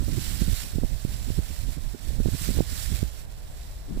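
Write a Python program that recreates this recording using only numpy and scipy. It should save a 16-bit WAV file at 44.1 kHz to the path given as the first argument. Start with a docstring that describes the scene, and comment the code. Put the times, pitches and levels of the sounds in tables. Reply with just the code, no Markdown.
"""Dry reeds hiss in swells, mostly from the right, over a far town hum and a low wind rumble.
The hiss comes from countless leaves rubbing and ticking together on a riverbank.
Eddies (small swirls of wind) buffet the microphone's two openings, or ports, the right one hardest.
They make the rumble, short flurries and, where one hits squarely, a single soft thump."""
import sys
import numpy as np
from scipy import signal
from scipy.fft import rfft, irfft
from scipy.io import wavfile
from scipy.ndimage import uniform_filter1d

SR = 44100
rng = np.random.default_rng(int(sys.argv[2]) if len(sys.argv) > 2 else 0)


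def unload_audio(sound):
    """Save the sound as a 16-bit wav file, at the path given as the first command line argument."""
    columns = np.transpose(np.atleast_2d(sound))
    # keep every value between -1 and 1, then stretch to whole-number steps
    steps = np.round(np.clip(columns, -1, 1) * 32767)
    wavfile.write(sys.argv[1], SR, steps.astype(np.int16))


N = 176400
T = np.arange(N) / SR
HZ = np.maximum(np.arange(N // 2 + 1) * SR / N, 1)
CUTOFF_HZ = 15550

# Levels in these tables are relative: the functions set the final loudness.
# How the reeds' hiss swells and fades: time_s, level_db
REED_SWELLS = [(0.0, -50.5), (0.26, -39.5), (0.39, -42.5), (0.41, -40), (0.46, -44), (0.61, -38.5),
               (0.65, -44), (0.82, -52.5), (0.88, -49.5), (1.1, -49), (1.14, -44.5), (1.16, -48),
               (1.38, -47), (1.4, -51), (1.47, -47), (1.63, -48.5), (1.65, -51), (1.73, -46), (1.78, -54),
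               (1.92, -51), (1.96, -54), (2.09, -48.5), (2.19, -51.5), (2.45, -38), (2.66, -47.5),
               (2.7, -42.5), (2.83, -39.5), (2.9, -44), (2.96, -41.5), (3.05, -49.5), (3.13, -52.5),
               (3.2, -50), (3.27, -61.5), (3.32, -54), (3.34, -57.5), (3.66, -53), (3.87, -58.5),
               (4.0, -53.5)]
# Tone of the hiss at the right port: frequency_hz, level_db
HISS_TONE_RIGHT = [(300, -21), (700, -12), (1100, -7.5), (1700, -5.5), (2500, -3.5), (4000, -2), (5400, -1),
                   (6700, -4.5), (7500, 0.5), (9000, -3.5), (12000, -5), (15500, -6)]
# Tone of the hiss at the left port, with deep dips: frequency_hz, level_db
HISS_TONE_LEFT = [(300, -23), (700, -12), (1200, -9.5), (1800, -7), (2300, -17.5), (2800, -16.5),
                  (3400, -8), (4000, -5), (5250, -8), (5800, -22), (6250, -21), (6700, -15), (7400, -9.5),
                  (9000, -14), (12000, -18), (15000, -26)]
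# How alike the hiss is at the two ports: frequency_hz, likeness_0_to_1
HISS_ALIKE = [(500, 0.1), (1200, 0.65), (2800, 0.3), (4500, 0.4), (5800, 0.3), (7600, 0.36), (12000, 0)]
# Tone of the far town: frequency_hz, level_db
TOWN_TONE = [(40, 4), (150, 2.5), (280, -2), (480, -2.5), (620, 1.5), (800, -2.5), (1000, -7),
             (1300, -11.5), (1750, -10), (2400, -17), (6000, -34), (15000, -38)]
# Wind pressure on the right port: time_s, level_db
WIND_RIGHT = [(0.0, -28), (0.26, -35.5), (0.3, -29), (0.4, -34), (0.43, -26.5), (0.53, -23), (0.57, -35.5),
              (0.7, -40), (0.79, -25.5), (0.81, -32), (0.85, -23.5), (0.88, -39.5), (0.92, -24.5),
              (1.02, -40.5), (1.05, -33), (1.26, -32.5), (1.29, -31), (1.35, -31.5), (1.39, -25.5),
              (1.49, -40.5), (1.68, -26), (1.75, -38.5), (1.88, -28.5), (1.99, -51), (2.05, -30.5),
              (2.17, -29), (2.19, -25), (2.36, -32.5), (2.38, -41), (2.43, -32), (2.54, -28), (2.57, -27),
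              (2.66, -37.5), (2.73, -30), (2.77, -36.5), (2.96, -26.5), (2.99, -33.5), (3.05, -27),
              (3.1, -39.5), (3.9, -44), (3.97, -35.5), (4.0, -27)]
# Wind pressure on the sheltered left port: time_s, level_db
WIND_LEFT = [(0, -48.5), (.1, -39), (.3, -48), (.55, -48), (.65, -36), (.9, -48), (1.15, -37.5), (1.6, -44),
             (2.1, -58), (2.7, -41), (3.1, -44), (3.4, -38.5), (3.75, -33.5), (3.92, -37), (4, -25.5)]
# Tone of slowly churning air: frequency_hz, level_db
RUMBLE_TONE = [(10, -8), (25, -1), (50, 0.5), (80, -8.5), (120, -13), (180, -25.5), (300, -35.5),
               (600, -40.5), (1500, -75)]
# Tone of the faster air in an eddy: frequency_hz, level_db
FLURRY_TONE = [(20, 0), (60, 1), (110, 0), (200, -3), (300, -8.5), (450, -19), (600, -30.5), (900, -38.5),
               (1500, -34), (4000, -90)]
# Eddies crossing a port: middle_s, length_s, level_db, port (-1 left, 1 right)
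PASSING_EDDIES = [(0.017, 0.028, -22.5, 1), (.07, 0.074, -42, -1), (.09, 0.022, -20.5, 1),
                  (0.136, 0.032, -23.5, 1), (0.18, 0.019, -19.5, 1), (.29, 0.18, -32, 1),
                  (.42, 0.027, -21, 1), (0.484, 0.017, -21, 1), (.527, .025, -28.5, 1),
                  (.65, 0.042, -38.5, -1), (.757, 0.022, -28, 1), (.835, 0.023, -22, 1),
                  (0.929, 0.019, -29.5, 1), (1.079, 0.029, -30.5, 1), (1.12, 0.052, -40, -1),
                  (1.18, 0.11, -35, 1), (1.293, .035, -27, 1), (1.387, 0.015, -21, 1),
                  (1.392, .018, -36, -1), (1.512, 0.032, -28, 1), (1.681, 0.044, -30, 1),
                  (1.777, 0.017, -26, 1), (1.86, 0.046, -36.5, 1), (1.947, 0.015, -25.5, 1),
                  (2.1, 0.13, -34, 1), (2.201, 0.021, -21.5, 1), (2.273, 0.03, -22.5, 1),
                  (2.341, 0.018, -18, 1), (2.42, 0.016, -28, 1), (2.495, 0.044, -24.5, 1),
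                  (2.587, 0.05, -20.5, 1), (2.72, 0.04, -39.5, -1), (2.728, 0.0074, -29.5, 1),
                  (2.925, 0.033, -24.5, 1), (3.032, 0.0088, -26, 1), (3.92, 0.052, -28.5, -1),
                  (3.97, 0.023, -26, 1)]
# Eddies hitting the right port squarely: middle_s, level_db, width_s
DIRECT_HITS = [(.083, -19.5, 0.00026), (.42, -9, 0.00078), (.759, -11.5, 0.00088), (.785, -7.5, 0.00056),
               (.836, -8, 0.00044), (1.051, -7.5, 0.00071), (1.304, -14, 0.00048), (1.39, -7.5, 0.00078),
               (2.106, -22, 0.00034), (2.203, -8.5, 0.0006), (2.259, -6.5, 0.00046), (2.287, -9.5, 0.00066),
               (2.49, -11, 0.00054), (2.505, -13.5, 0.00056), (2.573, -14, 0.00046), (2.59, -8.5, 0.00043),
               (2.607, -2, 0.00037), (3.03, -7.5, 0.00062), (3.975, -16, 0.00041)]


def from_db(db):
    """Turn decibels into a number to multiply a sound by."""
    return 10 ** (np.asarray(db) / 20)


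def unit_level(x):
    """Scale a signal so that its average strength (rms) is 1."""
    return x / np.sqrt(np.mean(x ** 2) + 1e-20)


def over_time(table):
    """Join a table's points to get a value at every sample."""
    return np.interp(T, *np.transpose(table))


def over_frequency(table):
    """Join a table's points to get a value at every frequency, with octaves evenly spaced."""
    hz, value = np.transpose(table)
    return np.interp(np.log(HZ), np.log(hz), value)


def with_tone(x, tone):
    """Turn each frequency up or down as a tone table says."""
    return irfft(rfft(x) * from_db(over_frequency(tone)), N)


def noise(tone):
    """Steady noise with the given tone and strength 1."""
    return unit_level(with_tone(rng.standard_normal(N), tone))


def dulled(x, above_hz):
    """Smoothly take away the high frequencies."""
    return irfft(rfft(x) / (1 + (HZ / above_hz) ** 4), N)


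def wobble(rate_hz, points=4000):
    """A random wavering of strength 1, mostly slower than rate_hz."""
    hz = np.arange(points // 2 + 1) * SR / N
    smooth = irfft(rfft(rng.standard_normal(points)) / (1 + (hz / rate_hz) ** 2), points)
    return np.interp(T, np.linspace(0, T[-1], points), unit_level(smooth))


def steadied(x, span_s):
    """Even out a noise's chance swings, so that a level curve can set its strength."""
    local_power = uniform_filter1d(x ** 2, int(span_s * SR))
    return x / np.sqrt(local_power + 0.11)


def rubbing_leaves(bands=24, flicker_db=1, ticks_per_s=550, ticks_db=-12.5):
    """Rubbing leaves make noise whose bands flicker separately; touching leaves add dry ticks."""
    white_spectrum = rfft(rng.standard_normal(N))
    band_number = np.floor(HZ / CUTOFF_HZ * bands)
    hiss = np.zeros(N)
    for k in range(bands):
        band = irfft(white_spectrum * (band_number == k), N)
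        hiss += band * from_db(flicker_db * wobble(rate_hz=36))
    signs = rng.choice([-1, 1], N)
    ticks = signs * (rng.random(N) < ticks_per_s / SR)
    return unit_level(hiss) + from_db(ticks_db) * unit_level(ticks)


def reeds(left_db=-38, right_db=-35.5, left_delay_s=0.000512, flutter_db=1.14):
    """The reeds' hiss swells and flutters; it reaches the left port later and weaker."""
    swell_db = over_time(REED_SWELLS) + 42   # -42 in the table means no boost or cut
    swell_db += flutter_db * wobble(rate_hz=170)
    right = rubbing_leaves()
    # The left port hears a late copy of the right, blended with rubbing of its own.
    alike = over_frequency(HISS_ALIKE)
    late_spectrum = rfft(right) * np.exp(-2j * np.pi * HZ * left_delay_s)
    own_spectrum = rfft(rubbing_leaves())
    left = irfft(alike * late_spectrum + np.sqrt(1 - alike ** 2) * own_spectrum, N)
    left, right = with_tone(left, HISS_TONE_LEFT), with_tone(right, HISS_TONE_RIGHT)
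    levels_db = [left_db + 0.95 * swell_db, right_db + swell_db]   # the left swells a little less
    hiss = np.array([left, right]) / right.std() * from_db(levels_db)
    body = dulled(hiss, above_hz=4500)
    treble = hiss - body
    return body + treble * from_db(0.088 * swell_db)   # louder is also brighter


def town_hum(level_db=-52.5):
    """A far town sends a steady hum across the water."""
    return from_db(level_db) * np.array([noise(TOWN_TONE), noise(TOWN_TONE)])


def wind_rumble(left_db=-2, right_db=6):
    """Air churns slowly at each port, rumbling louder as the wind presses harder."""
    levels_db = [left_db + over_time(WIND_LEFT), right_db + over_time(WIND_RIGHT)]
    return np.array([from_db(db) * steadied(noise(RUMBLE_TONE), span_s=0.086) for db in levels_db])


def wind_flurries(dull_below_left_db=-45, dull_below_right_db=-28.5):
    """Each eddy is a short burst of fast-churning air at one port; weak ones are slower and duller."""
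    power = np.zeros((2, N))
    for middle_s, length_s, level_db, port in PASSING_EDDIES:
        rise_and_fall = np.exp(-(2 * (T - middle_s) / length_s) ** 2)
        power[int(port > 0)] += from_db(level_db) ** 2 * rise_and_fall
    swirl = np.array([steadied(noise(FLURRY_TONE), span_s=0.0286) for _ in range(2)])
    weak_power = from_db([[dull_below_left_db], [dull_below_right_db]]) ** 2
    brightness = power / (power + weak_power)
    return np.sqrt(power) * (brightness * swirl + (1 - brightness) * dulled(swirl, above_hz=330))


def wind_thumps(top_hz=850, leak_hz=35.2):
    """A direct hit gives the right port one rounded push, with a slow recoil as the port leaks."""
    pushes = np.zeros(N)
    for middle_s, level_db, width_s in DIRECT_HITS:
        widths_away = np.clip((T - middle_s) / width_s, -40, 40)
        pushes += from_db(level_db) / np.cosh(widths_away)
    softened = irfft(rfft(pushes) / np.sqrt(1 + (HZ / top_hz) ** 10), N)
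    leak = signal.butter(1, leak_hz, "high", fs=SR, output="sos")
    return np.array([np.zeros(N), signal.sosfilt(leak, softened)])


def scene():
    """Reeds and town, with the wind on the microphone, as left and right channels."""
    return reeds() + town_hum() + wind_rumble() + wind_flurries() + wind_thumps()


def record(dry):
    """Cut off the very highest treble steeply."""
    kept_share = np.clip((CUTOFF_HZ - HZ) / 200 + 0.5, 0, 1)   # falls to nothing across 200 Hz
    return irfft(rfft(dry) * kept_share, N)


dry = scene()
out = record(dry)
unload_audio(out)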